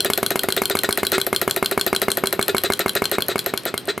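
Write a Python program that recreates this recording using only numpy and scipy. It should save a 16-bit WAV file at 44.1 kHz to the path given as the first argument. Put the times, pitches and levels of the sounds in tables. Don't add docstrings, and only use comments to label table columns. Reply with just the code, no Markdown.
import sys
import numpy as np
from scipy import signal
from scipy.fft import rfft, irfft
from scipy.io import wavfile

SR = 44100
rng = np.random.default_rng(int(sys.argv[2]) if len(sys.argv) > 2 else 0)


def wav_record(signal):
    frames = np.transpose(np.atleast_2d(signal))
    bounded = np.clip(frames, -1, 1)
    quanta = np.round(bounded * 32767).astype(np.int16)
    wavfile.write(sys.argv[1], SR, quanta)


N = 176400
TIME = np.arange(N) / SR


def from_db(db):
    return 10 ** (np.asarray(db) / 20)


def colour(x, curve, share=1):
    hz, db = np.transpose(curve)
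    freqs = np.maximum(np.fft.rfftfreq(2 * N, 1 / SR), 1)
    gain = from_db(share * np.interp(np.log(freqs), np.log(hz), db))
    return irfft(rfft(x, 2 * N) * gain)[..., :N]


def clicks(times_s, db):
    out = np.zeros(N)
    out[np.clip((times_s * SR).astype(int), 0, N - 1)] = from_db(db)
    return out


def soften(x, width_s):
    bump = np.exp(-.5 * (np.arange(-200, 201) / SR / width_s) ** 2)
    return np.convolve(x, bump / bump.sum(), "same")


def ring(force, modes, pitch_spread=0.014, spread_db=1.07):
    turn_s = np.array(TURNS)[:, 0]
    out = 0
    for hz, db, t60 in modes:
        pole = np.exp(-np.log(1000) / (t60 * SR))
        strength, tuning = (np.interp(TIME, turn_s, v) for v in rng.standard_normal((2, len(TURNS))))
        step = 2 * np.pi * hz * (1 + pitch_spread * tuning) / SR
        carrier = np.exp(1j * np.cumsum(step))
        drive = np.convolve(force * from_db(db + spread_db * strength), [1, 0, -1])[:N]
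        envelope = signal.lfilter([(1 - pole * pole) / 2], [1, -pole], drive * carrier.conj() + 1e-18)
        out = out + (envelope * carrier).imag / np.sin(step.mean())
    return out


def sizzle(hits, spectrum, decay_s):
    pole = np.exp(-2 / (decay_s * SR))
    power = signal.lfilter([1 - pole], [1, -pole], hits ** 2 + 1e-18)
    return colour(np.sqrt(power) * rng.standard_normal(N), spectrum)


def stereo_noise(length, width=0.33):
    mid, side = rng.standard_normal((2, length))
    return mid + width * side * np.array([[1], [-1]])


def room(x, t60_s=0.17, wet_db=-12.5, predelay_s=0.004):
    t = TIME[:SR // 2]
    decay = np.exp(-np.log(1000) * t / t60_s) * (t > predelay_s)
    response = stereo_noise(len(t)) * decay / np.linalg.norm(decay)
    return from_db(wet_db) * signal.fftconvolve(x[None], response, axes=1)[:, :N]


# frequency in Hz, gain in dB.
BED_EQ = [(25, -87), (90, -24), (400, -22.5), (1000, -33.5), (4000, -37), (14000, -72)]
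def running_noise(fade_from_s=3.4, fade_db_per_s=5):
    fade = from_db(-fade_db_per_s * np.maximum(TIME - fade_from_s, 0))
    return fade * colour(stereo_noise(N), BED_EQ)


# pitch in Hz, gain in dB, T60 in seconds.
BASE_MODES = [(207, 11.8, 0.16), (363.4, 21.8, 0.14), (396, 28.6, 0.16)]
def base_ring(pops, gulps, clacks, gulp_db=2, clack_db=-4.5):
    return ring(pops + from_db(gulp_db) * gulps + from_db(clack_db) * clacks, BASE_MODES)


# pitch in Hz, gain in dB, T60 in seconds.
TAP_MODES = [(1567, 14.8, 0.015), (4170, 15.5, 0.015)]
def linkage_tap(pop_s, db, lag_turns=0.126, sizzle_db=-8.5):
    taps = clicks(pop_s + lag_turns * np.gradient(pop_s), db)
    return ring(taps, TAP_MODES) + from_db(sizzle_db) * sizzle(taps, CLACK_SIZZLE, decay_s=0.0044)


# pitch in Hz, gain in dB, T60 in seconds.
PISTON_MODES = [(393, 22.5, 0.041), (1387, 10.6, 0.013), (1820, 10.3, 0.015), (2540, 12.2, 0.12),
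                (3590, 9.8, 0.024), (3934, 16.3, 0.013), (4750, 10.8, 0.17)]
# frequency in Hz, gain in dB.
RASP_EQ = [(150, -17), (950, -4), (1700, 7.5), (5500, -2), (8500, 4), (14000, -37)]
def piston_rasp(close_s, levels_db, lengths_s, trim_db=-24.5, slips_per_s=670):
    delay_s, attack_s, release_s = 0.0075, 0.004, 0.0082
    gate = np.zeros(N)
    for start, db, length in zip(close_s, levels_db, lengths_s):
        rise = np.clip((TIME - start - delay_s) / attack_s, 0, 1)
        fall = np.exp(-np.clip((TIME - start - length) / release_s + 1, 0, 20))
        gate += from_db(db + trim_db) * rise * fall
    slips = rng.random(N) < slips_per_s / SR
    chatter = slips * np.sqrt(SR / slips_per_s) * rng.choice([-1, 1], N)
    friction = gate * (0.51 * chatter + 0.89 * rng.standard_normal(N))
    return ring(friction, PISTON_MODES) + colour(friction, RASP_EQ)


# pitch in Hz, gain in dB, T60 in seconds.
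GULP_MODES = [(405, 25.6, 0.096), (563, 21.8, 0.022), (655, 22.4, 0.024), (1420, 23, 0.011)]
def cylinder_gulp(gulps):
    return ring(gulps, GULP_MODES)


# pitch in Hz, gain in dB, T60 in seconds.
CLACK_MODES = [(1498, 15, 0.03), (3273, 21.6, 0.019), (3480, 15.1, 0.025), (4114, 24.87, 0.027)]
# frequency in Hz, gain in dB.
CLACK_SIZZLE = [(2000, -2), (3000, 3.5), (6500, -0.5), (9000, 10), (13000, 5), (15500, -9)]
def shutter_opening(clacks):
    return ring(clacks, CLACK_MODES) + sizzle(clacks, CLACK_SIZZLE, decay_s=0.0015)


# pitch in Hz, gain in dB, T60 in seconds.
SNAP_MODES = [(483, 12.5, 0.02), (1298, 13, 0.028), (1846, 15.5, 0.022), (4080, 13.5, 0.02)]
PLATE_MODES = [(12720, 16, 0.011)]
# frequency in Hz, gain in dB.
SNAP_SIZZLE = [(1000, 1.5), (2600, 4.5), (5500, -4), (12500, 5), (15500, -18)]
def shutter_closing(close_s, db, tick_lead_s=0.019, plate_rise_db_per_s=0.5):
    snaps = clicks(close_s, db)
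    plate = ring(clicks(close_s, db + plate_rise_db_per_s * close_s), PLATE_MODES)
    cam = clicks(close_s - tick_lead_s, db=-18)
    late_seat = clicks(np.array([3.4]), db=-12)
    ticks = sizzle(cam + late_seat, CLACK_SIZZLE, decay_s=0.0015)
    return ring(snaps, SNAP_MODES) + plate + ticks + sizzle(snaps, SNAP_SIZZLE, decay_s=0.0041)


# pitch in Hz, gain in dB, T60 in seconds.
CYLINDER_MODES = [(389, 26.2, 0.082), (616, 15, 0.025), (780, 15.7, 0.014), (1111, 22.2, 0.0094),
                  (1285, 18.8, 0.0076), (2155, 27.6, 0.026)]
def vacuum_pop(pop_s, db, suction_db=29, low_cut_hz=170, rattle_db=5.5, rattle_fall_db_per_s=3):
    break_s = pop_s - 0.00068
    suction = soften(clicks(break_s, db + suction_db), width_s=0.00037)
    suction = signal.sosfilt(signal.butter(2, low_cut_hz, "high", fs=SR, output="sos"), suction)
    jolts = clicks(break_s, rattle_db - rattle_fall_db_per_s * pop_s)
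    rattle = sizzle(jolts, SNAP_SIZZLE, decay_s=0.0044)
    knock = ring(soften(clicks(pop_s, db), width_s=0.00007), CYLINDER_MODES)
    return knock - suction + rattle


# shutter opening and closing in seconds,
# snap and rasp levels in dB, rasp length in seconds, pop time in seconds, tap level in dB.
TURNS = [(0.0051, 0.0472, 4.5, 2.5, 0.025, 0.1016, -16), (0.1347, 0.1762, 5, 0, 0.015, 0.2303, -17),
         (0.2633, 0.3055, 5, 1.0, 0.019, 0.3581, -9), (0.3931, 0.4343, 2, -1, 0.015, 0.4874, 1.5),
         (0.5237, 0.5652, 3.5, 6, 0.02, 0.6192, -2), (0.6557, 0.6985, 3.5, 0.5, 0.027, 0.7532, 2),
         (0.7896, 0.8347, 4.5, 5, 0.02, 0.8908, 3), (0.9265, 0.9747, 4, -4.5, 0.033, 1.0323, 2.5),
         (1.0682, 1.1188, 4.5, 2, 0.048, 1.1817, -0.5), (1.2147, 1.2661, 4, -12, 0.022, 1.3294, 1),
         (1.3622, 1.4151, 6, -3.5, 0.022, 1.4783, 0), (1.5104, 1.5631, 3.5, -3, 0.021, 1.6273, -1),
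         (1.6598, 1.7127, 2.5, 3.5, 0.017, 1.7773, 0.5), (1.812, 1.8645, 5.5, 0, 0.022, 1.9297, 4.5),
         (1.9629, 2.0176, 5, 3.5, 0.019, 2.0836, 3), (2.117, 2.1718, 3.5, -5, 0.023, 2.2383, 1),
         (2.2715, 2.3268, 5.5, -8.5, 0.026, 2.3935, 2), (2.4269, 2.4813, 4.5, 0.5, 0.026, 2.5477, 3),
         (2.5819, 2.6364, 4, 0.5, 0.035, 2.7024, 4), (2.7354, 2.7929, 4.5, 1.0, 0.03, 2.8614, 2),
         (2.894, 2.9525, 4, 2.5, 0.03, 3.0211, 2), (3.0552, 3.1149, 3, -2.5, 0.046, 3.1844, -0.5),
         (3.222, 3.2836, 3, -4, 0.046, 3.3583, -2), (3.3919, 3.462, 2.5, -9.5, 0.047, 3.5388, -18),
         (3.576, 3.6539, -1.5, -4, 0.044, 3.7417, -34), (3.778, 3.8742, -12, -1.5, 0.041, 3.9785, -25.0)]
# time in seconds, level in dB.
POP_RIDE = [(0, -2), (1.0, -1.5), (1.7, 1.5), (3.15, 0.5), (3.55, -3), (4, -8.5)]
CLACK_RIDE = [(0, 3.5), (.6, 0.5), (1.3, 2.5), (3.2, 0.5), (3.8, -2)]
# frequency in Hz, lean to the left in dB.
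STEREO_TILT = [(200, -3.5), (1500, 2), (8000, 2), (13000, 6)]
def scene():
    open_s, close_s, snap_db, rasp_db, rasp_s, pop_s, tap_db = np.transpose(TURNS)
    pop_db = np.interp(pop_s, *np.transpose(POP_RIDE))
    clacks = clicks(open_s, np.interp(open_s, *np.transpose(CLACK_RIDE)))
    gulp_s = close_s + 0.00685
    gulps = -soften(clicks(gulp_s, 0.2 * pop_db), width_s=0.00015)
    shutter = shutter_opening(clacks) + shutter_closing(close_s, snap_db)
    cylinder = cylinder_gulp(gulps) + piston_rasp(close_s, rasp_db, rasp_s) + vacuum_pop(pop_s, pop_db)
    base = base_ring(clicks(pop_s, pop_db), gulps, clacks)
    engine = shutter + cylinder + linkage_tap(pop_s, tap_db) + base
    left, right = engine + room(engine) + running_noise()
    return np.array([colour(left, STEREO_TILT, share=0.62), colour(right, STEREO_TILT, share=-0.42)])


def record(dry):
    low_cut_hz, high_cut_hz, ceiling = 38, 17000, 0.9
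    thin = signal.sosfilt(signal.butter(2, low_cut_hz, "high", fs=SR, output="sos"), dry)
    rounded = ceiling * np.tanh(thin / ceiling)
    return signal.sosfilt(signal.cheby2(12, 60, high_cut_hz, fs=SR, output="sos"), rounded)


dry = scene()
out = record(dry)
wav_record(out)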